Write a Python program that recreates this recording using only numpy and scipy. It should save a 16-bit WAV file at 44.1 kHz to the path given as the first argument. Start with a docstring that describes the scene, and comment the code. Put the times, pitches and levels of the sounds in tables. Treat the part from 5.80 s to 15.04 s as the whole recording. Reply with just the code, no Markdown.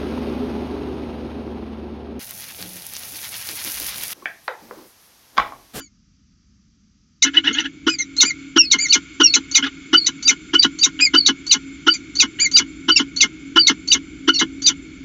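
"""A falcon gives a run of sharp 'ee-chup' calls in a nest box, right beside a small microphone.
Some calls open with a low pulsed bark, most directly with a thin rising whistle; then the pitch
plunges and ends as a growl. It starts with one faint cry in quiet air; then the listening point jumps
close to the bird, which rasps a few times before the run. From there on a low hum and a ringing hiss
lie under the calls. Voices are harmonics and noise, whistles are sines, the background is coloured noise."""
import sys
import numpy as np
from scipy import signal
from scipy.fft import rfft, irfft, next_fast_len
from scipy.io import wavfile
from scipy.ndimage import uniform_filter1d, minimum_filter1d

SR = 44100
rng = np.random.default_rng(int(sys.argv[2]) if len(sys.argv) > 2 else 0)


def transcribe(u):
    """Save the signal u as a 16-bit wav file named by the first command-line argument.

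    u: samples, shape (n,) or (channels, n), limited to [-1, 1]; the rate is SR.
    q: integer samples, one column per channel.
    """
    v = np.clip(np.atleast_2d(u).T, -1, 1)
    q = np.round(v * 32767).astype(np.int16)
    wavfile.write(sys.argv[1], SR, q)


N = 407484
TIME = np.arange(N) / SR
VOICE_TOP_HZ = 7900


def from_db(db):
    """Decibels to gain."""
    return 10 ** (np.asarray(db) / 20)


def rms_one(x):
    """Scale to rms 1."""
    return x / np.sqrt(np.mean(x ** 2) + 1e-20)


def gain_at(spectrum, hz):
    """Read the gain of a colour; beyond its ends it falls by 72 dB per octave."""
    points, db = np.transpose(spectrum)
    octave, edge = np.log2(np.maximum(hz, 1)), np.log2(points)
    beyond = np.abs(octave - np.clip(octave, edge[0], edge[-1]))
    return from_db(np.interp(octave, edge, db) - 72 * beyond)


def coloured(n, spectrum):
    """Noise of a given colour, rms 1."""
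    size = next_fast_len(n)
    white = rfft(rng.standard_normal(size))
    shaped = white * gain_at(spectrum, np.fft.rfftfreq(size, 1 / SR))
    return rms_one(irfft(shaped, size)[:n])


def wander(t, rate):
    """Smooth chance through a short note, with `rate` new values a second."""
    return np.interp((t - t[0]) * rate, np.arange(512), rng.standard_normal(512))


def resonate(x, hz, width):
    """One resonance, gain 1 on top."""
    r = np.exp(-np.pi * width / SR)
    feed = np.array([1, 0, -1]) * (1 - r * r) / 2
    feedback = [1, -2 * r * np.cos(2 * np.pi * hz / SR), r * r]
    return signal.lfilter(feed, feedback, x + 1e-18)


def sine_phase(pitch):
    """Add up a changing pitch in Hz to the phase of its wave."""
    return 2 * np.pi * np.cumsum(pitch) / SR


def add(track, t, note):
    """Mix a note in at its times."""
    at = np.round(t * SR).astype(int)
    inside = (at >= 0) & (at < N)
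    track[at[inside]] += note[inside]


def span(start, end):
    """Sample times from start to end."""
    return np.arange(round(start * SR), round(end * SR)) / SR


def course(shape, start, length, jitter):
    """Stretch the course of a note over its length: times, unsteady pitch, gain."""
    share, hz, db = np.transpose(shape)
    knots = start + np.sort(share) * length
    t = span(knots[0], knots[-1])
    pitch = np.exp(np.interp(t, knots, np.log(hz)) + jitter * wander(t, 695.3))
    return t, pitch, from_db(np.interp(t, knots, db))


def arch(start, length, first, middle, last, swell_db, jitter, catch, edge_s, sag_db):
    """A tone on an arched pitch, unsteadiest where it starts and ends: times, phase, gain."""
    t = span(start - edge_s / 2, start + length + edge_s)
    u = np.clip(2 * (t - start) / length - 1, -1, 1)  # -1 at the start, 1 at the end
    pitch = middle + (last - first) / 2 * u + ((first + last) / 2 - middle) * u * u
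    pitch = pitch * (1 + (jitter + catch * u ** 4) * wander(t, 1300))
    fade_in = np.clip((t - t[0]) / (1.2 * edge_s), 0, 1)
    fade_out = np.clip((t[-1] - t) / (2 * edge_s), 0, 1)
    gain = np.sin(np.pi / 2 * fade_in * fade_out) ** 2 * from_db(swell_db * u - sag_db * u * u)
    return t, sine_phase(pitch), gain


def syrinx(pitch, colour, rough, flicker_db=4.5, size=8192):
    """Pulses from the voice organ, with air noise let through on each cycle, shaped by the throat; rms 1."""
    phase, t = sine_phase(pitch), np.arange(len(pitch)) / SR
    pulses = 0
    for k in range(1, int(VOICE_TOP_HZ / pitch.min()) + 1):
        # each harmonic has its own delay and flickers on its own
        weight = gain_at(colour, k * pitch) * from_db(flicker_db * wander(t, 262.6))
        pulses = pulses + weight * np.cos(k * phase + rng.normal())
    # a pitch-dependent gain: higher moments are raised against lower ones
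    pulses = pulses / np.sqrt(np.maximum(pitch.min() / pitch, .3))
    air = np.resize(coloured(size, colour), len(pitch)) * (1 + np.cos(phase))
    return rms_one(rms_one(pulses) + rough * rms_one(air))


def singing_noise(spectrum, tones):
    """Smooth noise with narrow noisy bands standing out of it; rms 1."""
    total = coloured(N, spectrum)
    for hz, width, db in tones:
        band = rng.standard_normal(N)
        for _ in range(2):
            band = resonate(band, hz, 1.3 * width)
        total = total + from_db(db) * rms_one(band)
    return rms_one(total)


# smooth noise of the quiet air, the hum and the hiss: (f/Hz, relative level/dB per Hz)
FAR_AIR_COLOUR = [(15, -29), (25, -14), (43, -3), (65, 1), (124, -8.5), (196, -1.5), (280, -10.5),
                  (373, -26.5), (522, -39.5), (926, -42), (1290, -28), (1460, -32.5), (3890, -32),
                  (5980, -23.5), (7600, -38), (9880, -71), (16700, -120)]
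HUM_COLOUR = [(15, -37.5), (25, -18.5), (43, -14.5), (64, -4.5), (107, -15), (168, -5.5), (204, -12),
              (301, -2.5), (320, -10), (350, -9.5), (533, -35), (900, -40.5), (1170, -58), (1980, -120)]
HISS_COLOUR = [(530, -49.5), (900, -31), (1070, -22.5), (1390, -12.5), (1700, -16), (2000, -20),
               (2110, -10), (2200, -6), (2750, -13.5), (3620, -11), (4100, -25.5), (4810, -18.5),
               (5400, -24.5), (7050, -16), (7500, -40), (9750, -50.5), (16500, -120)]
# bands that sing in each: (f/Hz, width/Hz before the filter pair is set, level/dB against the smooth noise)
AIR_TONES = [(1250, 86, -30), (4740, 85, -21.5)]
HUM_TONES = [(273.1, 4.6, 0.5), (314, 8.2, -4)]
HISS_TONES = [(1422, 120, -9), (2213, 110, 0), (4300, 100, -14), (6000, 160, -19), (7270, 22, -9.5)]
# how loud the hiss is through time: (t/s, level/dB)
HISS_LEVEL = [(1.5, -47), (2.099, -51), (2.6, -44), (2.87, -51.5), (3.1, -43.5), (9.24, -47.5)]
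CLOSE_S = 1.422  # the listening point jumps close
FAR_AIR_DB = -57
HUM_DB, HUM_RISE_DB_PER_S = -42, 0.74  # the level at CLOSE_S, and its slow growth


def background():
    """Faint air noise gives way to a slowly growing hum and an uneven hiss, all of them filtered noise."""
    s, hiss_db = np.transpose(HISS_LEVEL)
    hum_gain = from_db(HUM_DB + HUM_RISE_DB_PER_S * (TIME - CLOSE_S))
    near = hum_gain * singing_noise(HUM_COLOUR, HUM_TONES)
    near += from_db(np.interp(TIME, s, hiss_db)) * singing_noise(HISS_COLOUR, HISS_TONES)
    far = from_db(FAR_AIR_DB) * singing_noise(FAR_AIR_COLOUR, AIR_TONES)
    close = np.clip((TIME - CLOSE_S) / 0.0078, 0, 1)
    return close * near + (1 - close) * far


# tones at which the box rings on: (f/Hz, width/Hz, level/dB)
BOX_MODES = [(276.6, 15, 8.5), (324.2, 14.6, 8.5), (1433, 39, 8.5), (2122, 32.6, 10.5), (2960, 70, 5.5)]
# wall reflections cancel at the microphone: (f/Hz, width/Hz, depth 0-1)
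BOX_DIPS = [(542, 424, 0.96), (1194, 75, 0.8), (2344, 260, 0.8), (3127, 48, 0.5)]
BOX_T60_S, BOX_DB = 0.057, -5.5  # time for the echo to fall by 60 dB, and its level


def box(x, size=16384):
    """Direct sound, a short dense echo from close walls, and a few modes that ring on."""
    t = np.arange(size) / SR
    echo = rng.standard_normal(size) * from_db(-60 * t / BOX_T60_S) * (t > .002)
    walls = signal.fftconvolve(x, echo / np.linalg.norm(echo))[:N]
    ringing = sum(from_db(db) * resonate(x, hz, width) for hz, width, db in BOX_MODES)
    heard = from_db(-0.65) * x + from_db(BOX_DB) * walls + ringing
    for hz, width, depth in BOX_DIPS:
        heard = heard - np.clip(depth, 0, 1) * resonate(heard, hz, width)
    return heard


JOINED_S = .2


def after_bark(start):
    """Whether a plunge follows a bark so soon that both belong to one call."""
    return any(0 < start - bark[0] < JOINED_S for bark in BARKS)


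# colour of the breath: (f/Hz, level/dB)
PUFF_COLOUR = [(900, -19.5), (2200, -21.5), (3300, -13.5), (4200, -9.5), (5100, -21), (6100, 2),
               (7100, -6.5), (7900, -34.5)]
RISING_PUFF_DB, CRY_PUFF_DB = -25, -26.5  # at the start of a call without a bark, or of a cry


def puffs(rise_s=0.0016, decay_s=0.017, size=4096):
    """Breath hisses briefly as the syrinx locks on to a note; a puff before a cry is never set above its cry's
    level, one before a call has a fixed level."""
    out, t = np.zeros(N), np.arange(size) / SR
    catches = [(start - lead, RISING_PUFF_DB)
               for start, _, _, _, lead, _ in CHUPS if not after_bark(start)]
    catches += [(start, min(CRY_PUFF_DB, db)) for start, _, _, depth, db in CRIES if depth > 0]
    for start, db in catches:
        swell = np.minimum(t / rise_s, 1) * np.exp(-t / decay_s)
        add(out, start + t, from_db(db) * swell * coloured(size, PUFF_COLOUR))
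    return out


# lower arched cries: (t/s, length/s, mid pitch f/Hz, depth of the arch as share of pitch, level/dB)
CRIES = [(.001, 0.073, 2300, 0.01, -49), (1.727, 0.031, 2220, 0.13, -32.5),
         (1.795, 0.019, 2030, 0.15, -30.5), (2.09, 0.071, 2487, .055, -24.5),
         (2.186, 0.046, 2092, 0.06, -26.5), (2.448, 0.067, 2427, 0.17, -20.5),
         (2.785, 0.033, 2780, 0, -2.5), (2.817, 0.045, 2594, 0, -25.5), (2.985, 0.088, 2365, .18, -21.5),
         (3.432, 0.049, 2790, 0.01, -13), (5.205, 0.069, 2482, .1, -10), (6.137, 0.028, 2393, 0.04, -25),
         (6.598, 0.074, 2385, 0.15, -15.5), (7.161, 0.014, 2720, 0.01, -7), (7.169, 0.021, 2315, 0, -16.5),
         (8.541, 0.035, 2810, 0.03, -31)]
# the throat during a cry: (f/Hz, level/dB)
CRY_THROAT = [(2050, -3.5), (2450, 1.5), (2800, 0), (4100, 0), (4900, -1), (5500, 5), (6200, 5.5),
              (7100, 3.5), (7450, -8.5), (7800, -21)]
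CRY_FALL_HZ, CRY_SWELL_DB = 217, -3  # pitch drop from start to end; level step from first to second half


def cries(flutter_db=3.5, hoarse=0.15):
    """Up to three harmonics, lower than the whistles, follow a sinking arch with a hoarse edge."""
    out = np.zeros(N)
    for start, length, hz, depth, db in CRIES:
        ends, sink = hz * (1 - depth), CRY_FALL_HZ / 2
        t, phase, gain = arch(start, length, ends + sink, hz, ends - sink, CRY_SWELL_DB,
                              jitter=0.0024, catch=0.015, edge_s=0.0086, sag_db=7.0)
        # soft cries are the hoarse ones
        shimmer = 1 + hoarse * wander(t, 1800) * np.clip(-db / 20, 0, 1) ** 2
        for k in range(1, 4):
            if k * hz < VOICE_TOP_HZ:
                strength = gain_at(CRY_THROAT, k * hz) * from_db(db + flutter_db * wander(t, 204.5))
                add(out, t, gain * shimmer * strength * np.sin(k * phase))
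    return out


# hoarse notes: (t/s, length/s, pitch ratio, level/dB)
RASPS = [(1.446, 0.041, 0.91, -19.5), (1.538, .057, 1, -17), (1.64, 0.058, 0.97, -17),
         (1.691, 0.033, 0.69, -27.5), (1.742, .077, .96, -19.5), (1.838, .032, .92, -25),
         (3.824, .03, .88, -18), (3.846, 0.034, 1.29, -21), (5.19, 0.02, 0.91, -21),
         (6.587, .017, 1.09, -25.5)]
# the course of a rasp: (share of its length, f/Hz before the pitch ratio, relative level/dB)
RASP_COURSE = [(-.08, 747, -26.5), (.08, 832.4, -5), (.4, 904.4, -5), (.63, 1004, 3), (.85, 930, -2.5),
               (1.0, 779, -16), (1.2, 672, -20)]
# the throat in a rasp; the chest in rasps, barks and growls: (f/Hz, level/dB)
HOARSE_THROAT = [(650, -45), (880, -22), (1150, -7.5), (1450, -2), (1900, -0.5), (2400, -12), (2970, 6.5),
                 (3500, -5.5), (4000, -13), (4700, -23), (6000, -16.5), (6700, -31), (7700, -48)]
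CHEST = [(90, -34), (160, -3), (250, 1.3), (320, -6.5), (400, -8.5), (520, -22), (700, -32.5)]
# chest against the rasp's level; it sounds more strongly in a lower rasp
RASP_CHEST_DB, RASP_CHEST_DB_PER_OCTAVE = -13, -25


def rasps():
    """Hoarse arched notes; every third cycle is strong, which gives a low buzz."""
    out = np.zeros(N)
    for start, length, ratio, rasp_db in RASPS:
        chest_db = rasp_db + RASP_CHEST_DB + RASP_CHEST_DB_PER_OCTAVE * np.log2(ratio)
        t, pitch, gain = course(RASP_COURSE, start, length, jitter=0.024)
        buzz = ratio * pitch / 3
        throb = 1 + 0.37 * np.cos(sine_phase(buzz))
        add(out, t, gain * throb * from_db(rasp_db) * syrinx(ratio * pitch, HOARSE_THROAT, rough=0.37))
        add(out, t, gain * from_db(chest_db) * syrinx(buzz, CHEST, rough=0.09, flicker_db=-2.5))
    return out


# opening barks: (t/s, level/dB, clearness 0-1, delay t/s until a whistle breaks out)
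BARKS = [(-.012, -42.5, 0.1, .03), (2.067, -14, 0, .03), (2.761, -11, 0.2, .03), (3.4, -10.5, 0.14, .03),
         (4.13, -10, 0.87, 0.031), (4.735, -12, 0.96, 0.048), (5.337, -10, 0.94, 0.027),
         (6.067, -12.5, 0.95, 0.032), (7.083, -11.5, 1, 0.033), (7.759, -11, 1, .03),
         (8.477, -11.5, 0.42, 0.046)]
# the course of a bark: (share of its length, f/Hz, relative level/dB)
BARK_COURSE = [(-.2, 276.8, -41.5), (.04, 286.3, -9.5), (.2, 320.2, -3), (.42, 360.4, -3.5),
               (.54, 1297, 2.5), (.7, 1420, 1.5), (.9, 1496, -13.5), (1.4, 1525, -17)]
# it ends near the second harmonic of its top pitch: (share of its length, f/Hz, relative level/dB)
BARK_TONE = [(.55, 2886, -19), (.8, 2930, -1.5), (1.1, 3005, -0.5), (1.5, 3060, -10), (2.1, 2890, -24.5)]
# the throat in barks and growls: (f/Hz, level/dB)
THROAT = [(500, -43), (700, -26), (1000, 5.5), (1200, -2.5), (1430, 0.3), (1800, 2), (2400, -26.5),
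          (3000, 9), (3600, -6), (4700, -13.5), (6000, -4.5), (7200, -36), (7900, -42.5)]
BARK_S = .025
# closing tone against the bark's level; a dull bark loses tone
BARK_TONE_DB, DULL_TONE_LOSS_DB = 0.7, 13
# chest: base level, share of the bark's level that it follows, gain in a dull bark
BARK_CHEST_DB, CHEST_FOLLOWS, DULL_CHEST_DB = -14, 0.25, 3.5


def barks():
    """A few slow pulses, then the pitch leaps up and a clear tone takes over."""
    out = np.zeros(N)
    for start, rasp_db, clear, _ in BARKS:
        chest_db = BARK_CHEST_DB + CHEST_FOLLOWS * rasp_db + DULL_CHEST_DB * (1 - clear)
        tone_db = rasp_db + BARK_TONE_DB - DULL_TONE_LOSS_DB * (1 - clear)
        t, pitch, gain = course(BARK_COURSE, start, BARK_S, jitter=0.035)
        add(out, t, gain * from_db(rasp_db) * syrinx(pitch, THROAT, rough=0.31, flicker_db=3.0))
        add(out, t, gain * from_db(chest_db) * syrinx(pitch, CHEST, rough=0.12, flicker_db=3.0))
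        t, pitch, gain = course(BARK_TONE, start, BARK_S, jitter=.003)
        add(out, t, gain * from_db(tone_db) * np.sin(sine_phase(pitch)))
    return out


# whistle shapes: (start f/Hz, middle f/Hz, end f/Hz, level step/dB from first to second half)
ARCHED_WHISTLE = (4560, 4690, 4480, 1.5)  # breaks out of a bark
SAGGING_WHISTLE = (4520, 4338.5, 4597.5, -1.5)  # bridges from a bark to its plunge
RISING_WHISTLE = (4340, 4660, 4730, 7)  # starts a call that has no bark; pitches before the note's ratio
BARK_WHISTLE_S, BARK_WHISTLE_DB = .038, -2.5  # set length, and level against a fully clear bark
WHISTLE_GAP_S = 0.0015  # the set length ends just before the crack; the fade runs on through it


def whistle_notes():
    """Whistles break out of clear barks and lead into plunges: start, length, three pitches, swell, gain."""
    for start, db, clear, delay in BARKS:
        strength = from_db(db + BARK_WHISTLE_DB) * np.clip(clear, 0, 1) ** 3
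        yield start + delay, BARK_WHISTLE_S, *ARCHED_WHISTLE, strength
    for start, ratio, _, _, lead, db in CHUPS:
        if lead > 2 * WHISTLE_GAP_S:
            joined = after_bark(start)
            *pitches, swell_db = SAGGING_WHISTLE if joined else RISING_WHISTLE
            pitches = np.array(pitches) * (1 if joined else ratio)
            yield start - lead, lead - WHISTLE_GAP_S, *pitches, swell_db, from_db(db)


def whistles(flutter_db=5.0):
    """Nearly pure high tones: single sines with slightly unsteady pitch and fluttering level."""
    out = np.zeros(N)
    for *shape, strength in whistle_notes():
        t, phase, gain = arch(*shape, jitter=0.0068, catch=0.011, edge_s=0.0068, sag_db=0.5)
        flutter = from_db(flutter_db * wander(t, 120))
        add(out, t, gain * strength * flutter * np.sin(phase))
    return out


# plunging notes and the whistle that leads into each, if its length is not near zero:
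# (t/s, pitch ratio, level/dB, hoarseness: 0 clear and 1 hoarse, whistle length/s, whistle level/dB)
CHUPS = [(1.428, .86, -11.5, 0.08, 0, -69), (2.41, .91, -8.5, 0.1, 0.045, -18),
         (2.918, 0.95, -12.5, 0.34, 0.067, -27), (3.13, 0.96, -10, 0.19, 0.047, -20),
         (3.542, 0.91, -11.5, 0.26, 0.076, -19), (3.755, 0.98, -10.5, 0, 0.043, -21.5),
         (4.267, 0.81, -15.5, 0.18, .089, -23.5), (4.48, 1, -11, 0, .055, -20.5),
         (4.829, 0.81, -12, 0.9, 0.0067, -63), (5.035, 0.99, -13, 0, 0.048, -17),
         (5.466, 0.9, -10.5, 0.62, .069, -22.5), (5.718, 0.99, -12, 0.11, 0.053, -24),
         (6.404, .98, -11.5, .25, 0.051, -18.5), (6.77, 1, -11.5, 0.16, .057, -20.5),
         (7.174, .93, -20, 1.2, 0, -63), (7.412, .96, -11, 0.24, 0.05, -22.5),
         (7.873, .92, -9.5, 0.62, 0.044, -19.5), (8.122, .99, -12, .12, 0.047, -19.5),
         (8.594, .86, -12, 0.87, 0.057, -19), (8.868, 1, -12.5, 0.01, 0.049, -19.5)]
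# the course of a plunge: (share of the fall time, f/Hz before the pitch ratio, relative level/dB)
PLUNGE_COURSE = [(-.32, 1555, -27.5), (-.15, 1488, 0), (0, 1335, 5), (.14, 1244, 4.5), (.32, 1195, 1.5),
                 (.55, 1123, -1.5), (.78, 1089, -10.5), (1.0, 1052, -46.5)]
# the course of the growl that ends it: (share of the fall time, f/Hz, relative level/dB)
GROWL_COURSE = [(.55, 893.6, -18.5), (.75, 513.8, 0.5), (1.0, 299.5, 1.5), (1.25, 237.7, -7),
                (1.55, 185, -9.5), (1.9, 165.2, -47.5)]
# colours of the plunge's middle and treble: (f/Hz, level/dB)
PLUNGE_MIDDLE = [(900, -29), (1250, -24), (1700, -32.5), (2120, 5), (2800, 0.5), (3300, -6.5), (3850, 14.5),
                 (4500, 0), (5200, 3.5), (5700, -31.5)]
PLUNGE_TREBLE = [(4800, -43.5), (5400, -2.5), (6050, 16.5), (6600, 6.5), (7200, 2.5), (7900, -35.5)]
# a row each for middle, treble, growl rasp and growl chest, against the note's level:
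# (level/dB when clear, level/dB when hoarse)
PLUNGE_MIX = [(0.4, -4), (3.5, -9), (-14.5, -1.5), (-21, -5.5)]
FALL_S, FALL_POWER = .0355, 2.3  # fall time at pitch ratio 1; a higher note takes longer to fall
CRACK_HZ = 3980  # pitch of the snapping whistle at the crack, before jitter


def chups(crack_db=-6.5, crack_s=0.0087):
    """The voice cracks into a dense stack that plunges until single pulses are heard as a growl."""
    out = np.zeros(N)
    clear_db, hoarse_db = np.transpose(PLUNGE_MIX)
    for start, ratio, db, hoarse, _, _ in CHUPS:
        fall = FALL_S * ratio ** FALL_POWER
        middle_db, treble_db, rasp_db, chest_db = db + clear_db + hoarse * (hoarse_db - clear_db)
        t, pitch, gain = course(PLUNGE_COURSE, start, fall, jitter=0.014)
        middle = syrinx(ratio * pitch, PLUNGE_MIDDLE, rough=0.14, flicker_db=8.5)
        add(out, t, gain * from_db(middle_db) * middle)
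        # a whistle snaps downwards through the crack
        snap = np.exp(-((t - start + 0.00058) / crack_s) ** 2)
        snap_pitch = CRACK_HZ * pitch / PLUNGE_COURSE[2][1]
        add(out, t, snap * from_db(middle_db + crack_db) * np.sin(sine_phase(snap_pitch)))
        # the treble opens around the crack and is full just after it
        opened = np.clip((t - start + 0.0081) / 0.015, 0, 1)
        treble = syrinx(ratio * pitch, PLUNGE_TREBLE, rough=0.16, flicker_db=1.0)
        add(out, t, gain * opened * from_db(treble_db) * treble)
        t, pitch, gain = course(GROWL_COURSE, start, fall, jitter=0.0717)
        add(out, t, gain * from_db(rasp_db) * syrinx(pitch, THROAT, rough=0.38, flicker_db=2.5))
        # the power below 1 lets the chest swell and fade more gently
        add(out, t, gain ** 0.48 * from_db(chest_db) * syrinx(pitch, CHEST, rough=0.072, flicker_db=3.0))
    return out


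BODY_LOW_HZ = 145


def scene():
    """The bird in its box, over the background; so small a body radiates no deep bass."""
    bird = whistles() + cries() + chups() + barks() + rasps() + puffs()
    bird = signal.sosfilt(signal.butter(4, BODY_LOW_HZ, "high", fs=SR, output="sos"), bird)
    return (box(bird) + background())[None]


LIMIT, LIMIT_RELEASE_S = 0.92, .004  # peak level that the limiter aims at, and its smoothing time
BAND_TOP_HZ, CUTOFF_HZ = 7550, 16000


def record(dry):
    """A narrow-band microphone with a fast limiter; the last overshoots clip."""
    size = max(int(LIMIT_RELEASE_S * SR), 2)
    needed = LIMIT / np.maximum(np.abs(dry), LIMIT)
    gain = uniform_filter1d(minimum_filter1d(needed, size // 2), size)
    narrow = signal.sosfilt(signal.ellip(8, .3, 80, BAND_TOP_HZ, fs=SR, output="sos"), gain * dry)
    clipped = np.clip(narrow, -1, 1)
    return signal.sosfilt(signal.cheby2(12, 70, CUTOFF_HZ, fs=SR, output="sos"), clipped)


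dry = scene()
out = record(dry)
transcribe(out)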